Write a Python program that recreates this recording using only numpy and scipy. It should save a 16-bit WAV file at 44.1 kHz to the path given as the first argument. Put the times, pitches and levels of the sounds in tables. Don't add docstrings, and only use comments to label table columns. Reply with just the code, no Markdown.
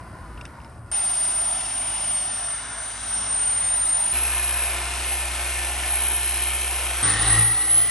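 import sys
import numpy as np
from scipy import signal
from scipy.fft import irfft
from scipy.io import wavfile
from scipy.ndimage import uniform_filter1d

SR = 44100
rng = np.random.default_rng(int(sys.argv[2]) if len(sys.argv) > 2 else 0)


def log_audio(samples):
    frames = np.atleast_2d(samples).T
    limited = np.clip(frames, -1, 1)
    pcm = np.round(limited * 32767).astype(np.int16)
    wavfile.write(sys.argv[1], SR, pcm)


N = 348390
T, HZ = np.arange(N) / SR, np.fft.rfftfreq(N, 1 / SR)
BARS, GEAR_RATIO, MAINS_HZ = 30, 17 / 3, 60


def amp(db):
    return 10 ** (np.asarray(db) / 20)


def evened(x):
    return x / np.sqrt(np.mean(abs(x) ** 2) + 1e-20)


def read(points, column=1):
    rows = np.array(points, float)
    return np.interp(np.log(HZ + 1), np.log(rows[:, 0] + 1), rows[:, column])


def follow(rows):
    s, *columns = np.transpose(rows)
    return [np.interp(T, s, c) for c in columns]


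def wander(hz):
    count = N // 32
    f = np.fft.fftfreq(count, 32 / SR)
    spectrum = np.exp(2j * np.pi * rng.random(count)) / np.sqrt(1 + (f / hz) ** 4)
    slow = np.fft.ifft(spectrum)
    return np.interp(T, np.linspace(0, T[-1], count), evened(slow))


def swell(s, half_s):
    return np.exp(-((T - s) / half_s) ** 2)


def turning(turns_per_s):
    return 2 * np.pi * np.cumsum(turns_per_s) / SR


def colour(x, gain):
    coarse = np.fft.rfftfreq(4096, 1 / SR)
    taps = np.fft.fftshift(irfft(np.interp(coarse, HZ, gain)))
    return signal.oaconvolve(x, taps[1:], "same")


def band(white, gain):
    return evened(np.array([colour(side, gain) for side in white]))


# pitch_hz, left_lead_radians, likeness (0-1), left_minus_right_db
PORT_DIFFERENCES = [(50, .08, .995, .5), (400, 0, .96, .2), (1000, .1, .9, 1.2), (1600, -.15, .84, .3),
                    (2100, .1, .85, .8), (2900, .9, .84, 2), (4200, .52, .82, 2), (5100, .6, .78, 3.1),
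                    (6400, .15, .82, 2.5), (7100, .5, .62, 5), (7600, .75, .77, 1.6), (8500, 0, .96, .3),
                    (9000, -.88, .93, .7), (9900, -2.65, .93, .1), (10580, -3.72, .93, -.3),
                    (12000, -5.6, .4, -1)]


def ports(x):
    half = np.exp(.5j * read(PORT_DIFFERENCES, column=1)) * amp(read(PORT_DIFFERENCES, column=3) / 2)
    return np.array([colour(x, half), colour(x, 1 / half)])


def air():
    same = np.clip(read(PORT_DIFFERENCES, column=2), 0, 1)
    direct, scattered = rng.standard_normal((2, N))
    shared = ports(colour(direct, np.sqrt((1 + same) / 2)))
    apart = ports(colour(scattered, np.sqrt((1 - same) / 2)))
    return shared + apart * [[1], [-1]]


# middle_s, half_length_s, pitch_hz, glide_hz_per_s, width_hz, level_db
GAP_RESONANCES = [(0.336, 0.077, 1235, -2.5, 59, 13), (0.746, 0.045, 711, -400, 59.4, 12),
                  (0.828, 0.045, 5600, -5, 3000, -8), (1.956, .28, 3010, 5.5, 510, 4.5),
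                  (2.312, .17, 5830, -200, 382, 3), (2.83, 0.42, 5250, 0, 702, -9),
                  (3.202, 0.18, 5540, -4, 645, 8), (4.25, 0.53, 2620, 4, 310, 2.5),
                  (4.7, .5, 3550, -15, 158, 5), (4.9, 0.082, 5200, 594, 251, 5.5),
                  (5.594, 1.7, 6180, 128.5, 259, 3.5), (6.394, .6, 3120, 101.5, 200, 4),
                  (6.55, 0.48, 2530, 1, 496, -1.5), (7.1, .07, 5470, 996, 138.5, 7),
                  (7.18, .035, 1265, 3, 150, 1.5), (7.29, 0.056, 3880, 703, 330, 3.5),
                  (7.288, 0.018, 1380, 1, 160, 2.5), (7.392, .025, 1265, 0, 150, 5),
                  (7.836, .12, 3105, 8.5, 136, 12.5)]


def shifting(white, patchy_db, patch_s, patch_hz):
    hz, s, z = signal.stft(white, SR, nperseg=2048, noverlap=1536)
    hz = hz[:, None]
    db = 0
    for middle_s, half_s, centre, glide, width, level_db in GAP_RESONANCES:
        away_s = s - middle_s
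        away_hz = hz - centre - glide * away_s
        db = db + level_db * np.exp(-(away_s / half_s) ** 2 - 2 * (away_hz / width) ** 2)
    across, along = np.fft.fftfreq(len(hz), hz[1, 0])[:, None], np.fft.fftfreq(len(s), s[1])
    smooth = np.exp(-(across * patch_hz) ** 2 - (along * patch_s) ** 2)
    ripple = evened(np.fft.ifft2(np.fft.fft2(rng.standard_normal(db.shape)) * smooth).real)
    return signal.istft(z * amp(db + patchy_db * ripple), SR, nperseg=2048, noverlap=1536)[1][:, :N]


# start_s, takes_s, pressure_change_db
HAND_LEANS = [(.48, 0.34, -5), (2.15, 0.42, -1), (3.0, 0.14, 1.5), (7.39, 0.077, -6.5), (7.78, 0.076, -3)]


def pressure(start):
    return sum(db * np.clip((T - s) / takes, 0, 1) for s, takes, db in HAND_LEANS if s >= start)


# middle_s, half_length_s, thump_change_db, octave_change_db
PANEL_BOOMS = [(0.35, 0.15, 13, 1), (0.8, 0.05, 4, 3), (7.327, 0.18, 13, -4.5), (7.418, 0.13, -2.5, 12.5),
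               (7.622, 0.057, 1, -17)]


def work(start, thump_db, octave_db, rub_db, hiss_db, thump_per_db=1, octave_per_db=1, hiss_per_db=1):
    load = pressure(start)
    thumping = thump_db + thump_per_db * load
    octave = octave_db + octave_per_db * load
    for s, half_s, thump_change_db, octave_change_db in PANEL_BOOMS:
        thumping = thumping + thump_change_db * swell(s, half_s)
        octave = octave + octave_change_db * swell(s, half_s)
    return thumping, octave, rub_db + load, hiss_db + hiss_per_db * load


def settle(start, from_hz, to_hz, lag_s):
    return to_hz + (from_hz - to_hz) * np.exp(-np.maximum(T - start, 0) / lag_s)


def whine(shaft, orbit, level_db, flutter, flutter_hz, wobble, fuzz):
    rough = 1 + flutter * wander(flutter_hz) + fuzz * wander(300)
    swing = 1 + wobble * (wander(0.42) * np.sin(orbit) + .5 * wander(1) * np.sin(2 * orbit))
    return amp(level_db) * evened((rough * swing * np.exp(1j * BARS * shaft)).real)


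def beam(rows):
    sway_db, sway_hz = .7, 9
    return follow(rows)[0] + sway_db * wander(sway_hz).real


def gears(shaft, tones, rough=0.23):
    waver = wander(7.3)
    lines = 0
    for multiple, db in tones:
        own_waver = 1 + rough * np.roll(waver, rng.integers(N))
        lines = lines + amp(db) * (own_waver * np.exp(1j * multiple * shaft)).real
    return np.sqrt(2 / (1 + rough ** 2)) * lines


# multiple_of_orbit, level_db (against the octave)
THUMP_HARMONICS = [(3, -17.5), (4, -29.5), (5, -35.5)]


def thump(orbit, first_db, second_db, unsteady):
    upper = np.cos(2 * orbit)
    for multiple, db in THUMP_HARMONICS:
        upper = upper + amp(db) * np.cos(multiple * orbit + 2 * np.pi * rng.random())
    first = (np.exp(1j * orbit) * (1 + unsteady * wander(6.4))).real
    upper = upper * (1 + unsteady * wander(10.0).real)
    return np.sqrt(2 / (1 + unsteady ** 2)) * (amp(first_db) * first + amp(second_db) * upper)


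def rushing(white, grips, body):
    ringing_db = sum(db * np.exp(-2 * ((HZ - hz) / width) ** 2) for hz, width, db in body)
    treble = np.clip((HZ - 4000) / 400, 0, 1)
    ends = 1 / np.sqrt((1 + (130 / (HZ + 1)) ** 8) * (1 + (HZ / 8900) ** 44))
    times, rub, hiss = [s for s, _ in grips], 0, 0
    for weights, (_, spectrum) in zip(np.eye(len(grips)), grips):
        shape = ends * amp(read(spectrum) + ringing_db)
        share = np.interp(T, times, weights)
        rub = rub + share * band(white, shape * (1 - treble))
        hiss = hiss + share * band(white, shape * treble)
    return rub, hiss


# pitch_hz, level_db (per Hz)
PANEL_RUMBLE = [(15, -27), (40, 3), (75, 10.5), (140, 1), (260, -11), (600, -44)]
# pitch_hz, level_db (per Hz)
TOP_HISS = [(7000, -33), (8200, -73.5), (8900, 14), (9600, 11.5), (10200, 13), (11200, 0.5),
            (12200, -21.5), (13000, -61.5)]


def polish(white, whine_hz, whine_db, levels, grips, body, tones, top_hiss_db, rumble_db, orbit_depth,
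           shaft_depth, spark_depth, unsteady, flutter, flutter_hz, wobble, fuzz, grain_db):
    first_db, second_db, rub_db, hiss_db = levels
    shaft = turning(whine_hz / BARS)
    orbit = shaft / GEAR_RATIO
    sparks = np.sin(2 * np.pi * MAINS_HZ * T) ** 6
    grain = amp(grain_db * wander(190).real)
    orbit_pulse = 1 + orbit_depth * np.cos(orbit)
    shaft_pulse = 1 + shaft_depth * np.cos(shaft)
    rub_pulse = evened(orbit_pulse * shaft_pulse * (1 + .9 * spark_depth * sparks) * grain)
    fan_pulse = 1 + 0.06 * np.cos(shaft) + .1 * np.cos(2 * shaft)
    hiss_pulse = evened((1 + spark_depth * sparks) * fan_pulse * grain)
    rub, hiss = rushing(white, grips, body)
    other_white = np.roll(white, SR, axis=1)
    top_hiss = amp(top_hiss_db) * band(other_white, amp(read(TOP_HISS)))
    rumble = amp(rumble_db) * band(other_white, amp(read(PANEL_RUMBLE)))
    rasp_hz = 1510
    wash = np.array([colour(side, 1 / (1 + (HZ / rasp_hz) ** 8)) for side in rub])
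    rubbing = amp(rub_db) * (wash + rub_pulse * (rub - wash) + rumble)
    hissing = amp(hiss_db) * hiss_pulse * (hiss + top_hiss)
    tonal = whine(shaft, orbit, whine_db, flutter, flutter_hz, wobble, fuzz)
    tonal = tonal + thump(orbit, first_db, second_db, unsteady)
    singing = amp(rub_db) * rub_pulse * gears(shaft, tones)
    return rubbing + hissing + ports(tonal + singing)


# time_s, pitch_hz, level_db
MOAN_CURVE = [(0, 1014, -46), (.2, 1012, -58), (.38, 986, -50), (.5, 946, -56), (.67, 914, -53),
              (.76, 912, -70), (.83, 1072, -64), (.91, 1078, -66)]
# multiple_of_pitch, level_db
MOAN_TONES = [(.7, -18), (1, -1), (1.2, -10), (1.5, -7), (2, -14)]


def moan(rough, rough_hz):
    pitch_hz, level_db = follow(MOAN_CURVE)
    phase = turning(pitch_hz)
    tone = 0
    for multiple, db in MOAN_TONES:
        waver = 1 + rough * wander(rough_hz)
        tone = tone + amp(db) * evened((waver * np.exp(1j * multiple * phase)).real)
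    return ports(amp(level_db) * tone)


# time_s, level_db
SOFT_WHINE = [(0, -66), (.92, -74)]
# pitch_hz, level_db (per Hz)
SOFT_RUSH = [(150.0, 5), (300.0, -3.5), (500.0, -8), (750.0, -7.5), (1100.0, -8), (1400.0, -13),
             (1800.0, -12.5), (2300.0, -20), (2900.0, -25.5), (3600.0, -30), (4500.0, -29), (5600.0, -31),
             (7000.0, -36), (8300.0, -27.5)]
# pitch_hz, width_hz, level_db
SOFT_BODY = [(150, 110, -4), (427, 78, -6), (1030, 140, 5.5), (1420, 120, 7), (5040, 110, 3)]
# multiple_of_shaft, level_db (against the rubbing)
SOFT_TONES = [(1, -21), (15, -32)]


def soft_pass(white, start):
    levels = work(start, thump_db=-50.0, octave_db=-51.5, rub_db=-43.0, hiss_db=-63.0,
                  thump_per_db=1.0, octave_per_db=-0.5, hiss_per_db=0.5)
    sound = polish(white, settle(start, from_hz=9710, to_hz=10000, lag_s=1.0), follow(SOFT_WHINE)[0],
                   levels, [(0, SOFT_RUSH)], SOFT_BODY, SOFT_TONES,
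                   top_hiss_db=4.0, rumble_db=1.5, orbit_depth=0.046, shaft_depth=.05, spark_depth=0.28,
                   unsteady=0.84, flutter=.4, flutter_hz=60, wobble=.2, fuzz=.4, grain_db=-1.5)
    return sound + moan(rough=.65, rough_hz=14)


# start_s, level_db, scrape_s, dull_above_hz
TRIM_TICKS = [(0.3755, -45, 0.0076, 4500), (0.4113, -38, 0.0034, 8500), (0.453, -37.5, 0.0025, 10500),
              (0.462, -48, .0028, 9500), (0.6025, -52, 0.0021, 3500), (.6165, -56, .0012, 10000),
              (0.6458, -49, .002, 7500)]
# pitch_hz, level_db, time_to_fall_60_db_s
TRIM_RINGS = [(2740, 1, .01), (3020, 0, 0.009), (3670, 0, .006), (5260, -0.5, .007), (6000, -3, .004),
              (8750, 5, 0.0044)]


def ticks(scrape_db):
    t, out = np.arange(3000) / SR, np.zeros(N)
    ring = sum(amp(db - 60 * t / t60) * np.sin(2 * np.pi * hz * t) for hz, db, t60 in TRIM_RINGS)
    for s, db, scrape_s, dull_hz in TRIM_TICKS:
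        scratch = rng.standard_normal(len(t)) * np.exp(-t / scrape_s)
        tick = evened(np.convolve(scratch, ring)[:len(t)]) + amp(scrape_db) * evened(scratch)
        dulling = signal.butter(2, [1200, np.clip(dull_hz, 2000, 15000)], "band", fs=SR)
        tick = signal.lfilter(*dulling, tick)
        out[round(s * SR):][:len(t)] += amp(db) * tick / np.sqrt(np.sum(tick ** 2) / (.005 * SR))
    return ports(out)


def drone(turn_hz, spots, rough):
    turn = turning(turn_hz)
    waver = 1 + rough * wander(5.6)
    tones = 0
    for s, half_s, multiple, db in spots:
        tone = evened((waver * np.exp(1j * multiple * turn)).real)
        tones = tones + amp(db) * swell(s, half_s) * tone
    return ports(tones)


# middle_s, half_length_s, multiple_of_orbit, level_db
PANEL_DRONES = [(1.65, 0.34, 5, -57), (2.1, .2, 3, -58), (2.72, 0.13, 5, -57.5), (3.02, 0.088, 5, -58),
                (3.22, .22, 4, -51.5), (3.25, 0.11, 6, -57), (3.76, 0.081, 6, -55), (3.8, 0.51, 5, -60.5)]


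def panel_drone(shaft_hz):
    return drone(shaft_hz / GEAR_RATIO, PANEL_DRONES, rough=.25)


# middle_s, half_length_s, multiple_of_difference, level_db
PAD_RUBS = [(2.3, .5, 2, -55), (3.2, 0.29, 2, -50), (3.6, .25, 2, -48.5), (3.55, .15, 4, -52.5),
            (4.0, .15, 4, -57)]


def pad_rub(shaft_hz):
    pad_spin_hz = 6.3
    return drone(shaft_hz / GEAR_RATIO - pad_spin_hz, PAD_RUBS, rough=.25)


# middle_s, half_length_s, multiple_of_shaft, level_db
GEAR_SINGS = [(2.4, 0.22, 6, -56), (2.3, 0.16, 18, -68), (2.35, .22, 19, -53), (4.482, 0.17, 7, -46),
              (5.003, 0.69, 6, -46.5), (5.75, 0.6, 5, -49), (6.15, 0.32, 7, -49), (6.68, 0.49, 6, -47)]


def gear_singing(shaft_hz, rough):
    return drone(shaft_hz, GEAR_SINGS, rough)


# time_s, commutator_pitch_hz
SLOW_SPEED = [(0.95, 9006), (1.6, 9020), (2.0, 9022), (2.22, 8996), (2.4, 8997), (2.53, 8981), (2.75, 8997),
              (2.95, 9036), (3.15, 8986), (3.35, 8968), (3.75, 9006), (3.99, 9003), (4.12, 9038)]
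# time_s, level_db
SLOW_WHINE = [(0.95, -23), (1.46, -22.5), (1.66, -28.5), (1.77, -25.5), (1.99, -27.5), (2.1, -24),
              (2.55, -29.5), (2.64, -35.5), (2.9, -31.5), (2.98, -37.5), (3.15, -23.5), (3.26, -27.5),
              (3.37, -22), (3.68, -22.5), (3.94, -19.5), (4.1, -23.5)]
# pitch_hz, level_db (per Hz)
SLOW_RUSH = [(150.0, -6), (300.0, -7.5), (500.0, -10), (750.0, -1.5), (1100.0, -1.5), (1400.0, -3),
             (1800.0, -8), (2300.0, -6), (2900.0, -4.5), (3600.0, -8), (4500.0, -14.5), (5600.0, -11.5),
             (7000.0, -18), (8300.0, -13)]
TURNED_RUSH = [(150.0, -7), (300.0, -13.5), (500.0, -10), (750.0, -7), (1100.0, 1), (1400.0, 0.5),
               (1800.0, -7), (2300.0, -7), (2900.0, -10), (3600.0, -10), (4500.0, -16), (5600.0, -7),
               (7000.0, -25), (8300.0, -7.5)]
LOWERED_RUSH = [(150.0, -13), (300.0, -12), (500.0, -12.5), (750.0, -6), (1100.0, -4), (1400.0, -6.5),
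                (1800.0, -8), (2300.0, -9), (2900.0, -9.5), (3600.0, -11.5), (4500.0, -7.5), (5600.0, -5.5),
                (7000.0, -7), (8300.0, -7)]
# pitch_hz, width_hz, level_db
SLOW_BODY = [(436, 220, -4), (678, 185, 3.5), (1180, 130, -4), (2435, 120, -6), (5200, 680, 3.5),
             (6180, 260, 2)]
# multiple_of_shaft, level_db (against the rubbing)
SLOW_TONES = [(1, -26.5), (6, -18), (7, -19.5), (10, -21), (12, -18.5), (13, -24.5)]


def slow_pass(white, start):
    whine_hz = follow(SLOW_SPEED)[0]
    shaft_hz = whine_hz / BARS
    levels = work(start, thump_db=-46.5, octave_db=-54.0, rub_db=-37.0, hiss_db=-41.0,
                  thump_per_db=1.5, octave_per_db=2.0, hiss_per_db=-1.1)
    grips = [(2.1, SLOW_RUSH), (2.75, TURNED_RUSH), (3.3, LOWERED_RUSH)]
    sound = polish(white, whine_hz, beam(SLOW_WHINE), levels, grips, SLOW_BODY, SLOW_TONES,
                   top_hiss_db=-34.0, rumble_db=-17, orbit_depth=0.025, shaft_depth=0.032, spark_depth=0.26,
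                   unsteady=0.3, flutter=0.22, flutter_hz=58.5, wobble=0.14, fuzz=0.015, grain_db=1.7)
    return sound + panel_drone(shaft_hz) + gear_singing(shaft_hz, rough=.3) + pad_rub(shaft_hz)


# time_s, commutator_pitch_hz
FAST_SPEED = [(4.2, 10542), (4.72, 10575), (6.9, 10599)]
# time_s, level_db
FAST_WHINE = [(4.15, -23.5), (4.67, -26), (4.91, -39), (5.14, -26), (5.29, -35), (5.62, -29), (5.81, -34.5),
              (5.93, -23.5), (6.98, -29.5)]
# pitch_hz, level_db (per Hz)
FAST_RUSH = [(150.0, -26.5), (300.0, -15.5), (500.0, -12), (750.0, -8.5), (1100.0, 2), (1400.0, -4),
             (1800.0, -4), (2300.0, -1.5), (2900.0, -7), (3600.0, -13.5), (4500.0, -6.5), (5600.0, -8),
             (7000.0, -10.5), (8300.0, -0.5)]
SETTLED_RUSH = [(150.0, -18), (300.0, -4.5), (500.0, -5), (750.0, 0.5), (1100.0, 7.5), (1400.0, 1),
                (1800.0, 5), (2300.0, 6.5), (2900.0, 3), (3600.0, -3), (4500.0, 0), (5600.0, -1),
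                (7000.0, -3), (8300.0, 6.5)]
# pitch_hz, width_hz, level_db
FAST_BODY = [(247, 20, 3.5), (690, 160, 2.5), (1137, 188, -8.5), (1640, 60, -8.5), (2050, 345, -5.5),
             (4330, 280, 0), (4730, 150, -7), (7700, 650, -3.5)]
# multiple_of_shaft, level_db (against the rubbing)
FAST_TONES = [(1, -20.5), (2, -16.5), (3, -24), (4, -22.5), (5, -19.5), (6, -26.5), (7, -17.5)]


def fast_pass(white, start):
    whine_hz = follow(FAST_SPEED)[0]
    levels = work(start, thump_db=-34.0, octave_db=-52.0, rub_db=-31.5, hiss_db=-36.0)
    grips = [(4.4, FAST_RUSH), (5.4, SETTLED_RUSH)]
    sound = polish(white, whine_hz, beam(FAST_WHINE), levels, grips, FAST_BODY, FAST_TONES,
                   top_hiss_db=2.0, rumble_db=-21.5, orbit_depth=0.063, shaft_depth=0.13, spark_depth=0.2,
                   unsteady=0.04, flutter=0.3, flutter_hz=60, wobble=0.35, fuzz=0.25, grain_db=1.7)
    return sound + gear_singing(whine_hz / BARS, rough=.5)


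# start_s, length_s, level_db, chatter (0-1)
HOWL_BURSTS = [(7.084, 0.032, -37, .6), (7.129, 0.075, -30, 0.35), (7.22, .035, -35, 1),
               (7.306, 0.091, -30.5, 0.9), (7.406, 0.12, -36.5, 0.85), (7.549, 0.17, -39.5, 0.65),
               (7.792, .12, -40, 0.2)]
# offset_in_orbits, level_db
HOWL_SIDE_TONES = [(1, -3), (-1, -11), (3, -15)]


def howl(whine_hz, rough):
    shaft = turning(whine_hz / BARS)
    shudder = rough * wander(45)
    for offset, db in HOWL_SIDE_TONES:
        shudder = shudder + amp(db) * np.exp(1j * offset * shaft / GEAR_RATIO)
    edge_s = 0.015
    bursts = 0
    for s, length, db, chatter in HOWL_BURSTS:
        gate = np.clip(.5 + np.minimum(T - s, s + length - T) / edge_s, 0, 1)
        bursts = bursts + amp(db) * gate * (1 + chatter * shudder)
    return np.sqrt(2) * ports((bursts * np.exp(6j * shaft)).real)


# time_s, level_db
RISING_WHINE = [(7.06, -18), (7.14, -21), (7.16, -32), (7.215, -18.5), (7.245, -24), (7.335, -14.5),
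                (7.365, -23.5), (7.395, -16), (7.44, -16.5), (7.47, -19.5), (7.685, -22.5), (7.73, -14.5),
                (7.81, -16.5), (7.89, -23.5)]
# pitch_hz, level_db (per Hz)
RISING_RUSH = [(150.0, -4), (300.0, -4), (500.0, -5), (750.0, -12), (1100.0, 3), (1400.0, -1), (1800.0, 0),
               (2300.0, -1.5), (2900.0, -3.5), (3600.0, -4.5), (4500.0, -5), (5600.0, -6.5),
               (7000.0, -10.5), (8300.0, -3)]
EASED_RUSH = [(150.0, -8), (300.0, -6.5), (500.0, -4.5), (750.0, -10), (1100.0, 1), (1400.0, 0.5),
              (1800.0, -2), (2300.0, -3.5), (2900.0, -4), (3600.0, -4.5), (4500.0, -8.5), (5600.0, -8.5),
              (7000.0, -12), (8300.0, -4.5)]
# pitch_hz, width_hz, level_db
RISING_BODY = [(755, 140, 13.5), (1020, 36, -5), (1160, 220, 0.5), (1620, 130, -3.5), (1940, 190, 5),
               (2350, 250, -3), (6300, 420, 0)]
# multiple_of_shaft, level_db (against the rubbing)
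RISING_TONES = [(1, -17), (7, -19.5), (10, -21), (12, -17), (13, -20), (18, -30)]


def rising_pass(white, start):
    whine_hz = settle(start, from_hz=8900, to_hz=10190, lag_s=.59)
    levels = work(start, thump_db=-40.5, octave_db=-31, rub_db=-26.5, hiss_db=-34.0,
                  thump_per_db=0.25, octave_per_db=1.35, hiss_per_db=0.7)
    grips = [(7.38, RISING_RUSH), (7.5, EASED_RUSH)]
    sound = polish(white, whine_hz, beam(RISING_WHINE), levels, grips, RISING_BODY, RISING_TONES,
                   top_hiss_db=-21, rumble_db=-19, orbit_depth=0.03, shaft_depth=0.064, spark_depth=0.55,
                   unsteady=0.072, flutter=0.33, flutter_hz=55, wobble=0.11, fuzz=0.025, grain_db=1.5)
    return sound + howl(whine_hz, rough=.25)


PASS_STARTS = [0, .9155, 4.129, 7.029, 8]


def scene():
    white = shifting(air(), patchy_db=1.52, patch_s=0.34, patch_hz=200)
    out = ticks(scrape_db=-7)
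    players = [soft_pass, slow_pass, fast_pass, rising_pass]
    for play, start, end in zip(players, PASS_STARTS, PASS_STARTS[1:]):
        window = uniform_filter1d(1. * ((T >= start) & (T < end)), size=48)
        out = out + window * play(white, start)
    return out


def record(dry):
    low_pass = signal.firwin(255, 12200, window=("kaiser", 9), fs=SR)
    return signal.oaconvolve(dry, low_pass[None], "same")


dry = scene()
out = record(dry)
log_audio(out)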